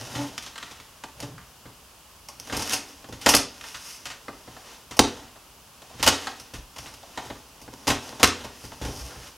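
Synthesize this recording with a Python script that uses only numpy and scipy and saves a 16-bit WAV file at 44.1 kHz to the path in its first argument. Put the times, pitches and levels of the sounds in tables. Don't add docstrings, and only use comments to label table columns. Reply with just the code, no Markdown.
import sys
import numpy as np
from scipy import signal
from scipy.fft import rfft, irfft, next_fast_len
from scipy.io import wavfile
from scipy.ndimage import uniform_filter1d

SR = 44100
rng = np.random.default_rng(int(sys.argv[2]) if len(sys.argv) > 2 else 0)


def wav_out(sig):
    wavfile.write(sys.argv[1], SR, np.round(np.clip(np.atleast_2d(sig).T, -1, 1) * 32767).astype(np.int16))


N = 413216

# pitch in Hz, time to die by 60 dB in seconds,
# relative level in dB.
WALL_TONES = [(196.4, 0.078, -4.5), (236.7, 0.099, 3), (284, 0.075, 2), (342, 0.2, 0), (393.7, 0.18, 0.5),
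              (428.4, 0.31, 1), (488, 0.068, 1)]
FLAP_TONES = [(572.6, 0.058, -7), (676.4, 0.065, -5.5), (746.5, 0.044, -7.5), (867, 0.026, -5),
              (1001, 0.018, -12.5), (1095, 0.1, -5)]


def undb(db):
    return 10 ** (np.asarray(db, float) / 20)


def unit(x):
    return x / np.sqrt(np.mean(x ** 2))


def swell(s, rise, fall):
    edge_db = 19.5
    t = np.arange(N) / SR - s
    distance = np.maximum(-t / max(rise, .002), t / max(fall, .002))
    return undb(-edge_db * np.clip(distance, 0, 6))


def slips(per_s, spread_db, fill):
    hit = rng.random(N) < per_s / SR
    size = undb(spread_db * rng.exponential(size=N)) * rng.standard_normal(N)
    return unit(unit(hit * size) + fill * rng.standard_normal(N))


def parts(crackle, bright, knock, depth):
    crackle_db = [0, 4, 1, -7.5]
    knock_db = [-0.5, -3.5, -10.5, -13.5]
    crackle_octaves = [-0.3, 0.58, 1.91, 2.5]
    knock_octaves = [0, 1.8, 2.5, 3.2]
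    knock_growth = [1.025, 1.132, 0.81, 0.99]
    usual_knock_db = -40

    light = crackle + np.add(crackle_db, bright * np.array(crackle_octaves))
    grown_knock = (knock - usual_knock_db) * np.array(knock_growth) + usual_knock_db
    heavy = grown_knock + np.add(knock_db, depth * np.array(knock_octaves))
    return np.r_[light, heavy]


def ring(x, shapes):
    out, power = 0, 0
    for k, (hz, width, db) in enumerate(shapes):
        b, a = signal.iirpeak(hz, hz / width, fs=SR)
        sign = (-1) ** k
        out = out + sign * undb(db) * signal.lfilter(b, a, x)
        power += undb(db) ** 2 * np.pi * width / SR
    return out / np.sqrt(power)


def widths(modes):
    return [(hz, np.log(1000) / (np.pi * t60), db) for hz, t60, db in modes]


def hum():
    # frequency in Hz, relative spectral level in dB per Hz.
    colour_points = [(15, -44), (25, -14), (65, -1.5), (92, -10.5), (171, -11), (324, -16.5), (826, -14),
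                     (889, -13.5), (1080, -12), (1350, -16.5), (2050, -24.5), (2900, -16), (3900, -24),
                     (4980, -19.5), (9000, -27.5), (11700, -24), (19800, -120)]
    level_db = -52.5
    hz, db = np.transpose(colour_points)
    size = next_fast_len(N)
    bins = np.fft.rfftfreq(size, 1 / SR) + 1
    colour = undb(np.interp(np.log(bins), np.log(hz), db))
    noise = irfft(rfft(rng.standard_normal(size)) * colour, size)[:N]
    return undb(level_db) * unit(noise)


def rub():
    # strongest moment, rise and fall in seconds, crackle in dB,
    # brightness in dB per octave, knock in dB; levels before the stroke trim and part balance.
    strokes = [(0.25, 1, 0.15, -39, 2, -37), (0.63, 0.23, 0.37, -43.5, 0, -54),
               (1.23, .1, 0.17, -46.5, 0, -40), (2.62, 0.18, 0.34, -34, 2.5, -34),
               (3.26, 0.074, 0.53, -38, 1, -39), (3.66, .1, 0.29, -50.5, 3.5, -64),
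               (3.91, 0.26, 0.15, -46.5, 5, -66), (4.45, 1, 0.57, -54, 2, -52),
               (4.74, 0.18, 0.072, -45, 1, -46.5), (5.08, 0.087, 0.2, -36, 0, -36),
               (6.16, 0.23, 0.28, -32.5, 1, -34.5), (6.85, 0.16, 0.22, -51, 4, -48.5),
               (7.25, 0.28, 0.25, -43.5, 1.5, -42.5), (8.05, 0.37, 0.34, -42.5, 2, -40),
               (8.35, 0.13, 0.25, -36, -0.5, -38), (9.0, 0.33, 0.28, -44.5, 4.5, -42.5),
               (9.12, .08, 0.12, -49, -10, -45), (9.28, 0.22, 0.04, -44, 1.5, -51),
               (0.46, .08, 0.064, -44, 1, -58), (1.4, .02, 0.063, -53, -16, -62),
               (8.65, .1, 0.052, -50.5, 5.5, -62), (8.88, .06, .1, -50, 2, -40),
               (5.17, .03, 0.066, -56, 3, -45)]
    # strongest moment, rise and fall in seconds,
    # drive of the hollow and of the boom in dB.
    drones = [(0.0, .01, 0.038, -40, -68), (0.18, .13, 0.13, -34.5, -58), (1.224, 0.083, 0.12, -41, -57),
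              (1.35, 0.17, 0.031, -44.5, -71), (6.045, .03, .03, -50, -33), (6.572, 0.022, 0.039, -43, -39),
              (7.3, 0.072, .1, -51, -60), (8.83, 0.036, 0.024, -34, -28.5), (8.89, .04, .06, -42, -42),
              (9.012, 0.079, 0.056, -45, -36), (9.168, .015, .04, -50, -47)]
    trim_db, depth = -5, 1.6

    step = SR // 40
    grip = np.repeat(rng.standard_normal(N // step + 1), step)
    flutter_db = 1.5 * uniform_filter1d(grip, step)[:N]
    light = sum(np.outer(undb(parts(*row[3:], depth)[:6]), swell(*row[:3])) for row in strokes)
    heavy = sum(np.outer(undb(row[3:]), swell(*row[:3])) for row in drones)
    strength = np.vstack([light * undb(trim_db + flutter_db), heavy])
    return strength * slips(per_s=2000., spread_db=3.5, fill=1.8)


def snaps():
    # start in seconds, crackle in dB, brightness in dB per octave,
    # knock in dB, depth in dB per octave, time for the burst to fall to 1/e in ms
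    events = [(0.151, -37, -0.5, -39, 2, 43), (0.379, -30, 1, -38, -3, 6.2), (0.424, -45.5, 3, -64, 5, 17),
              (0.463, -41.5, 0, -47, 0.5, 21), (0.557, -37, -3, -41, -7, 6.2),
              (0.579, -35.5, -1, -43, -5, 7), (0.627, -36, -3, -41.5, -1.5, 11),
              (0.711, -45.5, 1, -46.5, 1, 12), (0.8, -43.5, -2, -53, 2.5, 9.6),
              (1.037, -35, -1, -34, -3.5, 6.4), (1.202, -41, 3.5, -44, 1, 7.7),
              (1.226, -43.5, 2, -38.5, 2.5, 17), (1.38, -42, -18, -54, -1, 7),
              (1.656, -52, -6, -48, 4.5, 23), (2.286, -46.5, 4.5, -39.5, -6.5, 10.6),
              (2.399, -43.5, 5.5, -50, 2.5, 2.8), (2.473, -44, 2, -43, 0, 4.9),
              (2.497, -40, -6, -39.5, 1, 21), (2.525, -33, 0, -34.5, 4, 25), (2.547, -42, 1, -39, 4, 16),
              (2.5671, -40.5, 6.5, -40, 6, 9.8), (2.594, -37, 3, -33.5, 0, 11),
              (2.622, -34.5, 4, -46, -4, 6.6), (2.675, -32, 1, -54, 3, 3.3), (2.694, -35, 4, -50, 0, 13),
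              (2.705, -33.5, 0, -42, 1.5, 27), (2.723, -35, 5, -41, 0.5, 13),
              (2.733, -31, 4, -31.5, 0.5, 18.4), (3.042, -45.5, -4, -41, -1, 8.1),
              (3.089, -52, 3, -39, 2, 5.7), (3.125, -43.5, 0.5, -44, 5, 19), (3.213, -44.5, 3, -49, 0, 29),
              (3.2613, -14, 0, -14.5, -1.5, 12.5), (3.283, -30, 4.5, -18.5, -7, 7.2),
              (3.289, -21, 4.5, -24.5, 2.5, 27), (3.3377, -12, -1.5, -13, -1.5, 8),
              (3.3484, -24, 8, -19, 0.5, 9.5), (3.365, -19, 3.5, -34.5, 5, 9.1),
              (3.611, -38.5, -1, -46, -3, 3.5), (3.639, -42, -4, -42, -3, 19),
              (3.744, -36, -1.5, -61, 6, 20), (4.0548, -37, 0.5, -47, 0.5, 26),
              (4.101, -40, -1.5, -47.5, 0.5, 25), (4.2821, -36.5, -14, -28.5, -3, 7.7),
              (4.477, -51, -11, -43.5, 2.5, 9.8), (4.566, -44, -8, -39, -6, 7),
              (4.91, -40, 0.5, -41.5, 2.5, 23), (4.968, -45.5, 6, -33, -5, 9.3),
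              (4.992, -8.5, 1, -10.5, 0.5, 4.4), (5.358, -51, -4, -46.5, -2, 9.2),
              (5.8192, -45.5, 0, -42, -3.5, 6.2), (5.899, -59, 1, -39, -10, 7.1),
              (5.944, -61, 0, -54.5, 6.5, 7), (5.996, -40.5, -1.5, -42.5, 5, 26),
              (6.0275, -23, 2, -26, -3, 18.5), (6.064, -20, 2, -11, -9, 10.2),
              (6.0755, -11.5, 1.5, -18, 1, 9.6), (6.086, -15.5, -1, -38, 0, 6.5),
              (6.27, -27, -4, -26.5, -7.5, 8.1), (6.398, -47, 4, -71, 9, 12),
              (6.537, -41, 1.5, -45.5, 5.5, 26), (6.761, -50, 1.5, -45, -1, 31),
              (6.783, -44.5, 2, -54.5, 7, 12), (6.859, -43, -1, -44.5, 1, 26), (6.939, -49, 3, -61, 6, 9),
              (7.03, -49, 0, -38.5, -10, 6.1), (7.1746, -32.5, -3, -30, -2, 12.6),
              (7.252, -48, -14, -47, 3.5, 5.4), (7.3013, -37.5, -5.5, -34.5, 1.5, 9.6),
              (7.616, -54, 4.5, -47.5, 2, 15), (7.679, -49, -13, -41.5, 2, 7.1),
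              (7.731, -54.5, 2.5, -44, 1.5, 10), (7.87, -30, 1.5, -24, -2, 16),
              (7.877, -27, 1.5, -26, 3, 33), (7.902, -20.5, -2, -26.5, 3.5, 11),
              (8.125, -45, -5, -38, -1, 6.2), (8.197, -36, 0.5, -31, -0.5, 28),
              (8.23, -12.5, 1.5, -17.5, 2.5, 12.4), (8.242, -14, -1.5, -48, 10.5, 5.2),
              (8.275, -20, 0.5, -31, -10, 2.4), (8.446, -43, 2, -32.5, 0, 12.5),
              (8.64, -51, -0.5, -46.5, 5.5, 23), (8.719, -46, -7, -38.5, -1.5, 8.2),
              (8.815, -43, 1, -40, 6, 59), (8.85, -41, 1, -40, 6, 13), (8.885, -60, 5, -40.5, 6, 5.5),
              (9.161, -53, -11, -56, 7.5, 10)]
    rise, hold = 0.0067, 1.04
    light_db, heavy_db, tick_db = 2, 2, 12

    bursts, ticks, blows = np.zeros((5, N)), np.zeros((5, N)), np.zeros((3, N))
    t_ms = 1000 * np.arange(SR // 10) / SR
    for s, *strength, ms in events:
        i = int(s * SR)
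        fall_ms = max(ms, .5)
        u = t_ms / fall_ms
        shape = (np.exp(-u ** hold) * (1 - np.exp(-u / rise)))[:N - i]
        light, heavy = np.split(parts(*strength), [5])
        bursts[:, i:i + len(shape)] += undb(light + light_db)[:, None] * shape
        ticks[:, i] += undb(light + tick_db) * np.sqrt(10 / fall_ms)
        blows[:, i] += undb(heavy + heavy_db) * np.sqrt(SR / 100)
    crackle = bursts * slips(per_s=5000., spread_db=3.0, fill=1.8)
    return np.vstack([crackle + ticks, blows])


def body(drive):
    # centre in Hz, width in Hz, relative level in dB.
    tape = [
        [(1200, 398, 0), (1860, 470, 0.5)],
        [(2783, 930, 0.5), (4040, 1900, -1.5)],
    ]
    paper = [
        [(5170, 1200, 1), (6660, 1230, -3.6)],
        [(9160, 2740, 6.5), (13260, 4000, -3.5)],
    ]
    # pitch in Hz, time to die by 60 dB in seconds, relative level in dB.
    hollow_tones = [(113, 0.2, 4.5), (129.6, 0.44, 5), (153, 0.17, -0.5), (181, 0.32, -2)]
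    boom_tones = [(37.4, 0.12, -9), (60.4, 0.21, -1), (90, 0.33, 0)]
    box = [widths(tones) for tones in (FLAP_TONES, WALL_TONES, hollow_tones, boom_tones)]
    return sum(ring(x, part) for x, part in zip(drive, tape + paper + box))


def creak():
    # strongest moment, rise and fall in seconds, level in dB.
    pushes = [(0.191, 0.035, 0.052, -26.5), (1.238, 0.0095, .01, -36)]
    slip_hz, sag_after_s, sag_hz_per_s = 290, 0.0353, 1000
    jitter = 0.033

    out, t = np.zeros(N), np.arange(N) / SR
    for s, rise, fall, db in pushes:
        hz = slip_hz - sag_hz_per_s * np.clip(t - s - sag_after_s, 0, .07)
        wobble = 1 + jitter * unit(uniform_filter1d(rng.standard_normal(N), SR // 200))
        cycles = np.cumsum(hz * wobble) / SR
        pulses = np.diff(np.floor(cycles), prepend=0) * np.sqrt(SR / hz)
        out += pulses * undb(db) * swell(s, rise, fall)
    return ring(out, widths(WALL_TONES + FLAP_TONES))


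def shop(x):
    # centre in Hz, time to die by 60 dB in seconds, relative level in dB.
    bands = [(58, 0.8, -10), (247, 0.35, -7.5), (458, 0.31, -6), (950, 0.22, -4.5), (4000, 0.28, -5),
             (8000, 0.19, -3), (14200, 0.1, -5.5)]
    gap_ms, near_db = 0.82, -5
    far_ms, far_build_ms = 40.0, 5.

    t = np.arange(SR) / SR
    hz = np.fft.rfftfreq(SR, 1 / SR)
    noise, tail = rfft(rng.standard_normal(SR)), 0
    centres = np.log([row[0] for row in bands])
    far = np.clip((1000 * t - far_ms) / far_build_ms, 0, 1)
    onset = (1000 * t > gap_ms) * (undb(near_db) * (1 - far) + far)
    for k, (_, t60, db) in enumerate(bands):
        share = np.interp(np.log(hz + 1), centres, np.arange(len(centres)) == k)
        decay = onset * 1000. ** (-t / t60)
        band_noise = irfft(noise * share, SR)
        tail = tail + undb(db) * band_noise * decay / np.sqrt(np.sum(decay ** 2))
    return x + signal.fftconvolve(x, tail)[:N]


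def scene():
    box = body(snaps() + rub()) + creak()
    return np.tile(shop(box) + hum(), (2, 1))


def follow(x, attack_s, release_s):
    keep = np.exp(-1 / (attack_s * SR))
    age = np.arange(len(x)) / (release_s * SR)
    smooth = signal.lfilter([1 - keep], [1, -keep], x)
    return np.exp(np.maximum.accumulate(np.log(smooth + 1e-9) + age) - age)


def record(dry):
    hiss_db, knee_db, slope = -54.5, -20, 0.74
    attack_s, release_s, top_hz = 0.088, 0.12, 15900
    hiss = signal.lfilter([1], [1, -.05], rng.standard_normal(dry.shape))
    wet = dry + undb(hiss_db) * hiss
    loud = follow(np.abs(np.mean(wet, axis=0)), attack_s, release_s)
    gain = (1 + loud / undb(knee_db)) ** -slope
    clipped = np.clip(wet * gain, -1.1, 1.1)
    low_pass = signal.ellip(10, .2, 80, top_hz, fs=SR, output="sos")
    return signal.sosfilt(low_pass, clipped)


dry = scene()
out = record(dry)
wav_out(out)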